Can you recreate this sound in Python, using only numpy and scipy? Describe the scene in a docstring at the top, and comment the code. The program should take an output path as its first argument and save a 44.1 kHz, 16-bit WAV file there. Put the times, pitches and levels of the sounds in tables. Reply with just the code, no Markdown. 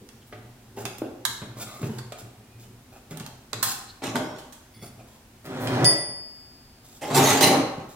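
"""Bending a tin truck

Gloved hands bend the tabs of a thin steel toy truck: tabs snap as noise bursts in the bands of the sheet.
The shell flexes, creaks and bumps (slip pulses and thuds); the truck is set down and dragged in jerks.
A heavy steel tool slides over the bench mat and rings against another as a few wavering tones.
A lively workshop answers with a noise tail and a faint hum, heard by a close pair of microphones.
Table levels are relative: each function balances its parts. A t60 is the time to fade by 60 dB."""
import sys
import numpy as np
from scipy import signal
from scipy.fft import rfft, irfft, next_fast_len
from scipy.io import wavfile
from scipy.ndimage import uniform_filter1d, map_coordinates

SR = 44100
rng = np.random.default_rng(int(sys.argv[2]) if len(sys.argv) > 2 else 0)


def to_wav(s):
    """Save 16-bit WAV."""
    ch = np.atleast_2d(s).T  # columns
    pcm = np.round(np.clip(ch, -1, 1) * 32767)  # PCM
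    wavfile.write(sys.argv[1], SR, pcm.astype(np.int16))


N = 350595  # length of the scene [samples]


def amp(db):
    """Turn decibels into a gain."""
    return 10 ** (np.asarray(db) / 20)


def unit(x):
    """Scale a sound to an rms of 1."""
    return x / np.sqrt(np.mean(x ** 2) + 1e-20)


def along(points, hz):
    """Read a curve of (frequency, value) points on a logarithmic frequency axis."""
    point_hz, values = np.transpose(points)
    return np.interp(np.log(hz + 1), np.log(point_hz), values)


def filtered(x, response):
    """Multiply the spectrum of x by a function of frequency."""
    n = x.shape[-1]
    padded = next_fast_len(n + 8192)  # spare silence, so that the end does not spill into the start
    spectrum = rfft(x, padded) * response(np.fft.rfftfreq(padded, 1 / SR))
    return irfft(spectrum, padded)[..., :n]


def coloured(x, tone):
    """Give x the tone colour of a table, at rms 1."""
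    return unit(filtered(x, lambda f: amp(along(tone, f))))


def resonated(x, modes):
    """Let x excite (frequency, width, level) resonances with alternating signs, at rms 1."""
    def response(f):
        total = 0
        for k, (hz, width, db) in enumerate(modes):
            damping = 1j * f * width
            total = total + (-1) ** k * amp(db) * damping / (hz * hz - f * f + damping)
        return total
    return unit(filtered(x, response))


def band(x, low_hz, high_hz):
    """Keep only the frequencies between two limits, with gentle edges."""
    return signal.sosfilt(signal.butter(2, [low_hz, high_hz], "band", fs=SR, output="sos"), x)


def radiated(x, low_hz):
    """The bench top is too small to radiate deep bass."""
    return signal.sosfilt(signal.butter(6, low_hz, "high", fs=SR, output="sos"), x)


def slips(rate, spread_db, size=N):
    """Stick-slip: tiny pulses of uneven size at random moments, on average rate a second."""
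    chance, strength = rng.random(size), rng.standard_normal(size)
    heights = amp(spread_db * np.clip(strength, -2, 2))
    signs = rng.choice([-1, 1], size)
    return unit((chance < rate / SR) * heights * signs)


def wobble(rate):
    """A smooth random curve through rate random points a second."""
    points = rng.standard_normal(int(N * rate / SR) + 4)
    return map_coordinates(points, [np.arange(N) * rate / SR], mode="mirror")


def add(track, s, sound):
    """Mix a sound into a track at time s."""
    i = round(s * SR)
    track[..., i:i + sound.shape[-1]] += sound[..., :N - i]


def panned(x, pan_db):
    """Place a sound between left and right; pan_db is how much louder the left is."""
    return x * amp([[pan_db / 2], [-pan_db / 2]])


def roaming(x, patchy_db):
    """As the contact moves, it favours now some resonances and now others."""
    z = signal.stft(x, nperseg=512)[2]
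    patches = rng.standard_normal(z.shape[-2:])
    patches = uniform_filter1d(patches, size=4, axis=0)  # smooth over frequency
    patches = uniform_filter1d(patches, size=7, axis=1)  # smooth over time
    moved = signal.istft(z * amp(patchy_db * unit(patches)), nperseg=512)[1][..., :N]
    return x.std() * unit(moved)


ATTACK_S = 0.013  # a hand takes this long to set the steel moving


def stroke(t, length, release_s):
    """One move of a hand, t seconds after its start: attack, hold, then a release with this t60."""
    return np.clip(t / ATTACK_S, 0, 1) * amp(-60 * np.maximum(t - length, 0) / release_s)


def strokes(rows, release_s, slope_db=0):
    """The gain of (time, length, level) moves that change by slope_db a second while held."""
    power, t = np.zeros(N), np.arange(SR) / SR
    for s, length, db in rows:
        level = amp(db + slope_db * np.minimum(t, length))
        add(power, s, (level * stroke(t, length, release_s)) ** 2)
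    return np.sqrt(power)


# how alike diffuse sound is at left and right: (frequency [Hz], likeness [1 = the same])
ALIKE = [(25, 1), (60, .995), (125, 1), (280, 0.97), (550, 0.73), (1200, 0.38), (4000, 0), (12000, 0)]


def diffuse(pair):
    """Two unrelated signals become left and right, alike in the bass."""
    def shares(f):
        turn = np.arccos(np.clip(along(ALIKE, f), -1, 1)) / 2
        return np.array([np.cos(turn), np.sin(turn)])
    mid, side = filtered(pair, shares)
    return np.array([mid + side, mid - side])


# how long the workshop rings: (frequency [Hz], t60 [s])
ROOM = [(100, 0.65), (260, 0.55), (700, 0.85), (1840, 0.73), (4850, 0.61), (12800, 0.41)]
# the cluttered wall behind the bench: (delay [s], spread [s], twice its strength over the tail [ratio])
WALL = (0.0081, 0.0026, 2)


def in_room(x, wet_db, lag=0):
    """Direct sound, a wall echo and a fading noise tail; the left microphone hears it lag seconds late."""
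    hz, t, z = signal.stft(rng.standard_normal((2, SR)), SR, nperseg=256)
    fading = z * amp(-60 * t / along(ROOM, hz)[:, None])
    tail = diffuse(signal.istft(fading, SR, nperseg=256)[1])
    age = np.arange(tail.shape[1]) / SR
    delay, spread, strength = WALL
    build_up = 1 - np.exp(-age / 0.0058)
    wall_echo = strength * np.exp(-((age - delay) / spread) ** 2) / 2
    tail = tail * (build_up + wall_echo)
    tail = tail / np.linalg.norm(tail[0])
    source = np.atleast_2d(x).mean(axis=0)
    heard = x + amp(wet_db) * signal.fftconvolve(source[None], tail, axes=1)[:, :N]
    sides = np.array([[-1], [1]])  # half the lag delays the left, half advances the right
    return filtered(heard, lambda f: np.exp(1j * np.pi * f * lag * sides))


# tone of the quiet workshop: (frequency [Hz], level [dB])
AIR_TONE = [(12, -56.5), (20, -4.5), (107, 1.5), (193, -9), (248, 0.5), (319, -10), (367, -6.5),
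            (446, -14.5), (780, -12.5), (1190, -16.5), (1400, -16.5), (2910, -20), (12800, -25.5),
            (14700, -26), (16000, -28)]


def air():
    """The quiet workshop: soft noise all around and a faint machine hum of three narrow resonances."""
    hum_modes = [(60.0, 3.8, -9), (142.5, 4.5, 2.0), (244.3, 7.1, 4.0)]  # (Hz, width Hz, dB)
    hum = resonated(rng.standard_normal(N), hum_modes)
    hush = coloured(diffuse(rng.standard_normal((2, N))), AIR_TONE)
    return amp(-53) * hush + amp(-66) * hum


# brief thin, high hisses of a glove or sleeve brushing past: (time [s], length [s], level [dB])
SWISHES = [(.265, .012, -58), (5.44, .025, -53), (5.595, 0.06, -48)]


def high_hisses():
    """Light rubbing of a glove or sleeve makes many tiny slips, heard as a thin, high hiss."""
    touch = strokes(SWISHES, release_s=0.1)
    swish = unit(band(slips(rate=3600, spread_db=10), 7400, 21000))
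    return in_room(touch * swish, wet_db=1)


# the small bending tool brushing the mat as it is put aside: (time [s], length [s], level [dB])
SET_ASIDE = [(4.735, 0.081, -54), (4.815, 0.022, -46.5)]
# resonances of that tool: (frequency [Hz], width [Hz], level [dB])
SMALL_TOOL = [(2120, 91, -2), (3430, 31, -1), (4516, 23, 3), (5000, 40, -2), (5450, 25, -2), (9060, 55, -3),
              (10440, 63, -1), (12150, 65, -16), (14800, 200, -10)]
# steel rubbing on steel: (time [s], length at half height [s], frequency [Hz], level [dB])
SQUEAKS = [(0.218, 0.018, 3120, -60), (2.47, 0.16, 2460, -66.5), (2.627, 0.041, 3020, -64.5),
           (3.888, 0.026, 4200, -47), (4.173, 0.22, 5510, -59), (7.234, 0.021, 6500, -25)]


def light_steel():
    """Brief squeaks of the shell in narrow bands, and the bending tool singing faintly as it is put aside."""
    touch = strokes(SET_ASIDE, release_s=0.26)
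    out = touch * resonated(slips(rate=1600, spread_db=8), SMALL_TOOL)
    for s, length, hz, db in SQUEAKS:
        swell = np.hanning(round(2 * length * SR))
        squeak = resonated(rng.standard_normal(len(swell)), [(hz, 5 / length, 0)])
        add(out, s - length / 2, amp(db) * swell * squeak)
    return in_room(out, wet_db=-7.5)


# hands pressing on the shell so that it flexes: (time [s], length [s], level [dB])
PRESSES = [(0.0, .03, -43.5), (.33, 0.14, -50), (.83, 0.077, -43), (1.01, 0.057, -48.5),
           (1.27, 0.049, -45.5), (1.42, 0.055, -40.5), (1.55, 0.12, -42.5), (1.84, 0.056, -31.5),
           (2.0, 0.037, -43.5), (2.21, .04, -44), (2.36, 0.038, -49.5), (2.54, 0.035, -52),
           (2.73, 0.022, -59), (3.36, 0.074, -63), (3.53, 0.15, -41.5), (4.03, .05, -40),
           (4.76, 0.025, -47), (4.97, 0.048, -47.5), (5.23, 0.12, -58)]
# tone of the flexing shell: (frequency [Hz], level [dB])
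FLEX_TONE = [(41, -46), (70, -55.5), (96, -48), (114, 14.5), (125, 2.5), (166, -11.5), (240, -4),
             (286, -18.5), (329, -7.5), (500, -15), (650, -61), (1100, -120)]
# glove and tool rubbing on the steel, and at 3.631 s a tab rattling as it slides free:
# (time [s], length [s], panel level [dB], hiss level [dB], panel pitch at that moment [ratio])
RUBS = [(0.761, 0.066, -45.5, -47.5, 1.16), (0.849, .012, -40, -43, 1), (1.023, 0.044, -49, -75, 1.15),
        (1.559, 0.036, -43, -48.5, 0.85), (1.592, 0.041, -42, -38, 1.93), (1.658, .12, -48.5, -50.5, 1.65),
        (1.782, .012, -41, -53, 0.51), (1.807, 0.013, -37, -44, 0.49), (1.83, 0.04, -49, -49, 1.14),
        (1.881, 0.11, -51.5, -55, 1.24), (2.175, 0.035, -53, -47, 1.1), (2.589, 0.059, -63, -55.5, 0.98),
        (2.918, 0.056, -49.5, -59, 1.04), (3.099, 0.017, -50, -44, 0.93), (3.151, .14, -53, -69, 1.18),
        (3.631, 0.089, -40, -33, 2.1), (4.817, 0.044, -48.5, -49, 0.96), (4.984, .03, -50.5, -60, 0.99),
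        (5.061, 0.11, -63.5, -63, 1.38), (6.832, 0.15, -65, -55.5, 1.01), (7.015, 0.095, -39.5, -49, .85),
        (7.882, 0.046, -65, -51.5, 1.2)]
# tone of the rubbing hiss: (frequency [Hz], level [dB])
HISS_TONE = [(1200, -32), (2500, 0.5), (4000, 9.5), (7000, 12), (12000, 9.5), (16000, 5)]
# resonances of the truck's broad panels, also heard in the bumps: (frequency [Hz], width [Hz], level [dB])
PANEL = [(371, 110, 10), (740, 71, 13.5), (917, 26, 4), (1270, 190, 3.5), (1650, 41, -0.5),
         (2396, 140, 1.5)]
# resonances of the truck's steel, also heard in drag and snaps: (frequency [Hz], width [Hz], level [dB])
TIN = [(2060, 190, -11.5), (3313, 79, 2.5), (3580, 36, 6), (4140, 360, 2), (5100, 54, -6), (6440, 45, 3),
       (7220, 320, -2), (8140, 99, 4.5), (9300, 67, -5), (11800, 660, -4)]
PRESS_RELEASE_S, RUB_RELEASE_S = 0.27, 0.098  # t60 as the hand eases off
# between presses the hands are never quite still
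HOLD_UNTIL_S, HOLD_DB, FIDGET_DB, FIDGETS_PER_S = 4.3, -62, 8, 6.7


def handling():
    """Pressure rocks the shell; glove and tool rub panels that each grip tunes anew; one tab rattles free."""
    t = np.arange(N) / SR
    unsteady = amp(HOLD_DB + FIDGET_DB * wobble(FIDGETS_PER_S))
    holding = unsteady * stroke(t, HOLD_UNTIL_S, PRESS_RELEASE_S)
    flex = np.hypot(holding, strokes(PRESSES, PRESS_RELEASE_S))
    rocking = flex * coloured(slips(rate=360, spread_db=0.5), FLEX_TONE)
    creak, short_t = np.zeros(N), t[:SR // 2]
    for s, length, panel_db, _, ratio in RUBS:
        gripped = [(hz * ratio, width, db) for hz, width, db in PANEL]
        panels = resonated(slips(rate=700, spread_db=2.5, size=len(short_t)), gripped)
        add(creak, s, amp(panel_db) * stroke(short_t, length, RUB_RELEASE_S) * panels)
    hiss = strokes([(s, length, db) for s, length, _, db, _ in RUBS], RUB_RELEASE_S)
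    grit = slips(rate=2700, spread_db=8)
    rub = hiss * (coloured(grit, HISS_TONE) + amp(-4.5) * resonated(grit, TIN))
    return in_room(rocking + creak + rub, wet_db=-3.0, lag=6e-5)


# dull bumps of the shell; the one at 0.772 s is the onset of a creak:
# (time [s], level [dB], rattle level [dB], centre [Hz], t60 [s])
BUMPS = [(0.324, -35.5, -2, 430, 0.086), (0.772, -31, -14, 404, 0.19), (0.852, -29.5, -1, 136, 0.078),
         (1.018, -14.5, -29, 330, 0.034), (1.416, -29, -10.5, 117, 0.13), (1.828, -18.5, -17.5, 119, 0.11),
         (2.12, -34.5, 4, 423, 0.043), (3.108, -34, -9, 158, 0.28), (3.202, -29.5, -12, 129, 0.1),
         (3.529, -34.5, 5, 114, 0.077), (4.02, -23, -7, 340, 0.03), (4.034, -27, -7, 267, 0.17),
         (4.145, -20.5, -17, 247, 0.2), (4.823, -29.5, -34, 119, 0.07), (7.199, -24, 2, 395, 0.18),
         (7.298, -29.5, 8, 273, 0.3), (7.542, -23.5, -8.5, 274.4, 0.38), (7.778, -18, -23, 161, 0.023)]


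def bumps():
    """Dull bumps of the shell, one of them a creak's onset: a low push, a thud and a short panel rattle."""
    out, t = np.zeros(N), np.arange(SR // 2) / SR
    for s, db, rattle_db, hz, t60 in BUMPS:
        fade = amp(-60 * t / t60) * (1 - np.exp(-t / 0.0011))  # a softened onset
        noise = rng.standard_normal((3, len(t)))
        thud = unit(band(noise[0], max(hz * 0.5, 110), max(hz * 1.76, 340)))
        rattle = unit(band(noise[1], 290, 2500)) + amp(-3) * resonated(noise[2], PANEL)
        push = np.sin(2 * np.pi * hz * t)
        add(out, s, amp(db - 3) * fade * (push + amp(-3.5) * thud + amp(rattle_db) * rattle))
    return in_room(radiated(out, low_hz=90), wet_db=0, lag=6e-5)


# tone of the tool's judder over the bench: (frequency [Hz], level [dB])
SLIDE_TONE = [(44, -46), (75, -32), (119, -2.5), (200, -5), (271, 0), (461, -6.5), (606, -7), (925, -13.5),
              (1600, -16.5), (3000, -32.5), (6000, -37.5), (7800, -58), (13200, -120)]
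# tone of steel on the mat: (frequency [Hz], level [dB])
GRIT_TONE = [(900, -4), (2000, 11.5), (3500, 7), (6000, 0), (10000, -7), (16000, -11)]
# short bright bursts of the sliding tool; the last is the crack of its strike:
# (time [s], length [s], level [dB])
BRIGHT_BURSTS = [(5.662, 0.013, -29), (5.715, 0.04, -39.5), (5.84, 0.0083, -27)]
# the slide gathers speed until the tool strikes
SLIDE_S, SLIDE_LENGTH_S = 5.44, 0.4
SLIDE_DB, SLIDE_GROWS_DB_PER_S = -42, 44.5  # judder
GRIT_DB, GRIT_GROWS_DB_PER_S = -52, 22  # hiss of the mat
TOOL_LAG_S = 1.18e-4  # the tool lies to the right: it reaches the left microphone this much later


def tool_slide():
    """A heavy steel tool slips over the mat, louder as it gathers speed, up to the crack of its strike."""
    judder = strokes([(SLIDE_S, SLIDE_LENGTH_S, SLIDE_DB)], 0.092, SLIDE_GROWS_DB_PER_S)
    hiss = strokes([(SLIDE_S, SLIDE_LENGTH_S, GRIT_DB)], 0.08, GRIT_GROWS_DB_PER_S)
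    hiss = np.hypot(hiss, strokes(BRIGHT_BURSTS, release_s=0.044))
    drum_modes = [(117.3, 14, 0.26), (593, 30, -6.2)]  # the bench top drums: (Hz, width Hz, dB)
    drum = resonated(slips(rate=730, spread_db=6), drum_modes)
    body = judder * (coloured(slips(rate=1200, spread_db=2.0), SLIDE_TONE) + amp(-9.5) * drum)
    grit = hiss * roaming(coloured(slips(rate=2000, spread_db=6), GRIT_TONE), patchy_db=2.0)
    return in_room(body + grit, wet_db=1.0, lag=TOOL_LAG_S)


# the strike, a bounce, and an early echo: (time [s], level [dB])
CLINKS = [(5.845, -8), (5.852, -16.5), (5.86, -21)]
# the tool's ringing modes: (frequency [Hz], lasting level [dB], first level [dB], lasting t60 [s],
# wavering depth [0-1], wavering rate [per s], left over right [dB])
TOOL = [(1965, -26.5, -33, 0.73, 0.7, 59, 1.5), (4870, -22, -4, 1.42, 0.11, 12.6, 3.5),
        (9469, -17.5, -45, 0.58, 0.42, 23.3, -8.5), (15230, -37, -36, 0.38, 0.5, 23, 0)]
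FIRST_T60_S = 0.25  # the first part of each mode dies quickly against the mat


def tool_ring():
    """A strike, a bounce and an early echo click; the bar modes ring on, wavering as reflections mix in."""
    clink, ring, t = np.zeros((2, N)), np.zeros((2, N)), np.arange(3 * SR // 2) / SR
    arrival = t + TOOL_LAG_S / 2 * np.array([[-1], [1]])
    for s, db in CLINKS:
        click = band(rng.standard_normal((2, len(t))), 3400, 9900)
        add(clink, s, amp(db - 60 * t / 0.01) * click)
    for hz, db, first_db, t60, waver, rate, pan_db in TOOL:
        knots = rng.standard_normal((4, 128))
        a, b, c, d = [map_coordinates(k, [t * rate], mode="mirror") for k in knots]
        paths = 1 + waver * np.array([a + 1j * b, c + 1j * d])  # direct sound plus drifting reflections
        level = amp(db - 60 * t / t60) + amp(first_db - 60 * t / FIRST_T60_S)
        level = level * (1 - np.exp(-t / 0.024))
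        tone = np.imag(paths * np.exp(2j * np.pi * hz * arrival))
        add(ring, CLINKS[0][0], panned(level * tone, pan_db))
    return in_room(clink, wet_db=3) + ring


# shoves that set the truck down and drag it round:
# (time [s], length [s], judder level [dB], edge chatter level [dB], judder release t60 [s])
SHOVES = [(4.02, 0.063, -27.5, -38, 0.44), (4.149, 0.017, -24, -33, 0.48), (4.354, 0.099, -58, -56, .3),
          (7.008, 0.096, -30.5, -42.5, .3), (7.099, 0.063, -17.5, -38, 0.47),
          (7.139, 0.15, -13.5, -23, 0.25), (7.271, .11, -21, -27, .3), (7.399, .075, -13, -21, 0.38),
          (7.494, 0.053, -16, -43, .25), (7.784, 0.023, -36, -53, 0.15)]
# resonances of the truck standing on the bench: (frequency [Hz], width [Hz], level [dB])
BENCH = [(114, 32, -9.5), (267.6, 17.5, 5), (317.6, 13, 2), (375.6, 19.5, 4), (494, 118, -5.5),
         (611, 31, 0.5), (775, 15, 0.5), (837, 9.4, 2), (909, 10.6, -1), (1089, 25, -5), (1220, 6.4, -26)]
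# tone of the dragged body: (frequency [Hz], level [dB])
DRAG_TONE = [(41, -58), (70, -35), (109, 8), (174, 2), (371, -3.5), (729, 0.5), (788, -5.5), (1150, -2.5),
             (1500, -8.5), (3000, -22), (3900, -13.5), (6600, -120)]
# tone of the chattering edges: (frequency [Hz], level [dB])
CHATTER_TONE = [(880, -41), (1600, -1), (2720, -1.5), (3220, 0), (3480, -3), (4200, 0.5), (5380, -4.5),
                (6370, -0.5), (6760, -3), (13900, -12.5), (16000, -22.5)]
SAG_DB_PER_S = 20  # a shove weakens once the truck moves
CHATTER_RELEASE_S = 0.14  # t60: the edges fall quiet before the body does


def truck_drag():
    """The truck judders over the mat in stick-slip jerks; its loose edges chatter with every slip."""
    shoves = [strokes([(s, length, db)], t60, -SAG_DB_PER_S) for s, length, db, _, t60 in SHOVES]
    judder = np.linalg.norm(shoves, axis=0)
    chatter = strokes([(s, length, db) for s, length, _, db, _ in SHOVES], CHATTER_RELEASE_S, -SAG_DB_PER_S)
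    chatter = chatter * amp(2.3 * wobble(rate=50))  # the edges catch and let go
    jerks = slips(rate=700, spread_db=1.5)
    two_contacts = diffuse(np.array([slips(rate=1200, spread_db=3.5), slips(rate=840, spread_db=2)]))
    body = amp(-8.5) * resonated(jerks, BENCH) + amp(-10.5) * coloured(two_contacts, DRAG_TONE)
    contact = signal.lfilter([1], [1, -np.exp(-1 / (0.0036 * SR))], np.abs(jerks))
    grit = (unit(contact) + 1 / 2) * rng.standard_normal((2, N))  # steady rasp with a burst at every slip
    grit = grit + 0.73 * grit[::-1]  # each edge reaches both microphones
    edges = amp(-1.0) * coloured(grit, CHATTER_TONE) + amp(-19) * resonated(grit, TIN)
    body, edges = roaming(body, patchy_db=2.0), roaming(edges, patchy_db=4.5)
    grip = chatter / (chatter + amp(-28.5))  # a light touch is duller than a hard one
    dull = filtered(edges, lambda f: 1 / (1 + (f / 9000) ** 6))
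    bright = edges - dull
    edges = chatter * (dull + 2.48 * grip * bright)
    return in_room(radiated(judder * body, low_hz=99) + panned(edges, pan_db=-4.5), wet_db=0.0)


# tabs and edges snapping: (time [s], level [dB], panel level [dB], sharp edge level [dB],
# panel frequency [Hz], bite frequency [Hz], left over right [dB], clatter t60 [s])
SNAPS = [(0.089, -40.5, 5.5, -31, 1500, 2750, -24, 0.012),
         (0.8532, -20.5, -2, -35.5, 950, 2580, -17, 0.015), (0.9822, -39, -1, 4.5, 980, 2760, -14, 0.027),
         (1.2512, -11.5, 1, -9, 940, 3740, -10.5, 0.032), (1.984, -32.5, 7.5, -16, 980, 4530, -9, 0.049),
         (2.1213, -30, -4, -25, 860, 2320, -7, 0.028), (3.172, -31, 1, 1, 750, 9100, -11, 0.018),
         (3.1979, -27.5, -2, -33, 895, 3690, -7, 0.028), (3.263, -28.5, 4, -7, 738, 3100, -8, 0.018),
         (3.5311, -17.5, 0.5, -35, 890, 3900, -16, 0.013), (3.6273, -15, 3.5, 1.5, 830, 4040, -5.5, 0.077),
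         (4.04, -23, -14, -13.5, 708, 3570, -2.0, 0.019), (4.068, -23, -12, -21, 775, 3560, 2, 0.016),
         (4.156, -16, 13, -22, 820, 3610, -1.5, 0.016), (4.384, -38.5, 2, -7, 1280, 3030, 0, 0.088),
         (4.5234, -40.5, -1.5, -4, 1210, 6400, -6, 0.14), (7.1462, -16, -18, -17, 789, 4500, -3, 0.046),
         (7.181, -18, -5, -4, 778, 2930, 0, 0.061), (7.304, -12.5, -18, -17, 775, 6160, -5, 0.057),
         (7.4089, -10.5, -4, -16, 842, 3300, -1, 0.055)]


def snaps():
    """A tab gives way with a crack; where it sits decides which panel booms and where the sheet bites."""
    out, t = np.zeros((2, N)), np.arange(SR // 3) / SR
    for s, db, panel_db, edge_db, panel_hz, bite_hz, pan_db, t60 in SNAPS:
        noise = rng.standard_normal((6, 3, len(t)))  # each part of the sheet rattles on its own
        fade = amp(-60 * t / t60) + amp(-7 - 60 * t / 0.0023)  # the clatter plus the brief crack
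        attack = 1 - np.exp(-t / 0.00046)
        # one noise shared by both sides, plus one for each side
        burst = (noise[:, :1] + 0.88 * noise[:, 1:]) * fade * attack
        sheet = amp(1) * band(burst[0], 2850, 9600) + amp(edge_db + 3) * band(burst[1], 6700, 14800)
        ring = amp(-6.0) * burst[2].std() * resonated(burst[2], TIN)
        bite = amp(9) * band(burst[3], bite_hz * 0.97, bite_hz * 1.044)
        boom = band(burst[4], 920, 1780) + band(burst[5], panel_hz * 0.906, panel_hz * 1.186)
        panel = amp(panel_db + 5) * boom
        add(out, s, panned(amp(db - 6.5) * (sheet + ring + bite + panel), pan_db))
    return in_room(out, wet_db=0.0, lag=6e-5)


def scene():
    """Everything on the bench, from the quiet workshop to the snapping tabs."""
    background = air() + high_hisses() + light_steel()
    shell = handling() + bumps()
    tool = tool_slide() + tool_ring()
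    return background + shell + tool + truck_drag() + snaps()


TOP_HZ = 16000


def record(dry):
    """The recorder keeps nothing above its band limit."""
    return filtered(dry, lambda f: f < TOP_HZ)


dry = scene()
out = record(dry)
to_wav(out)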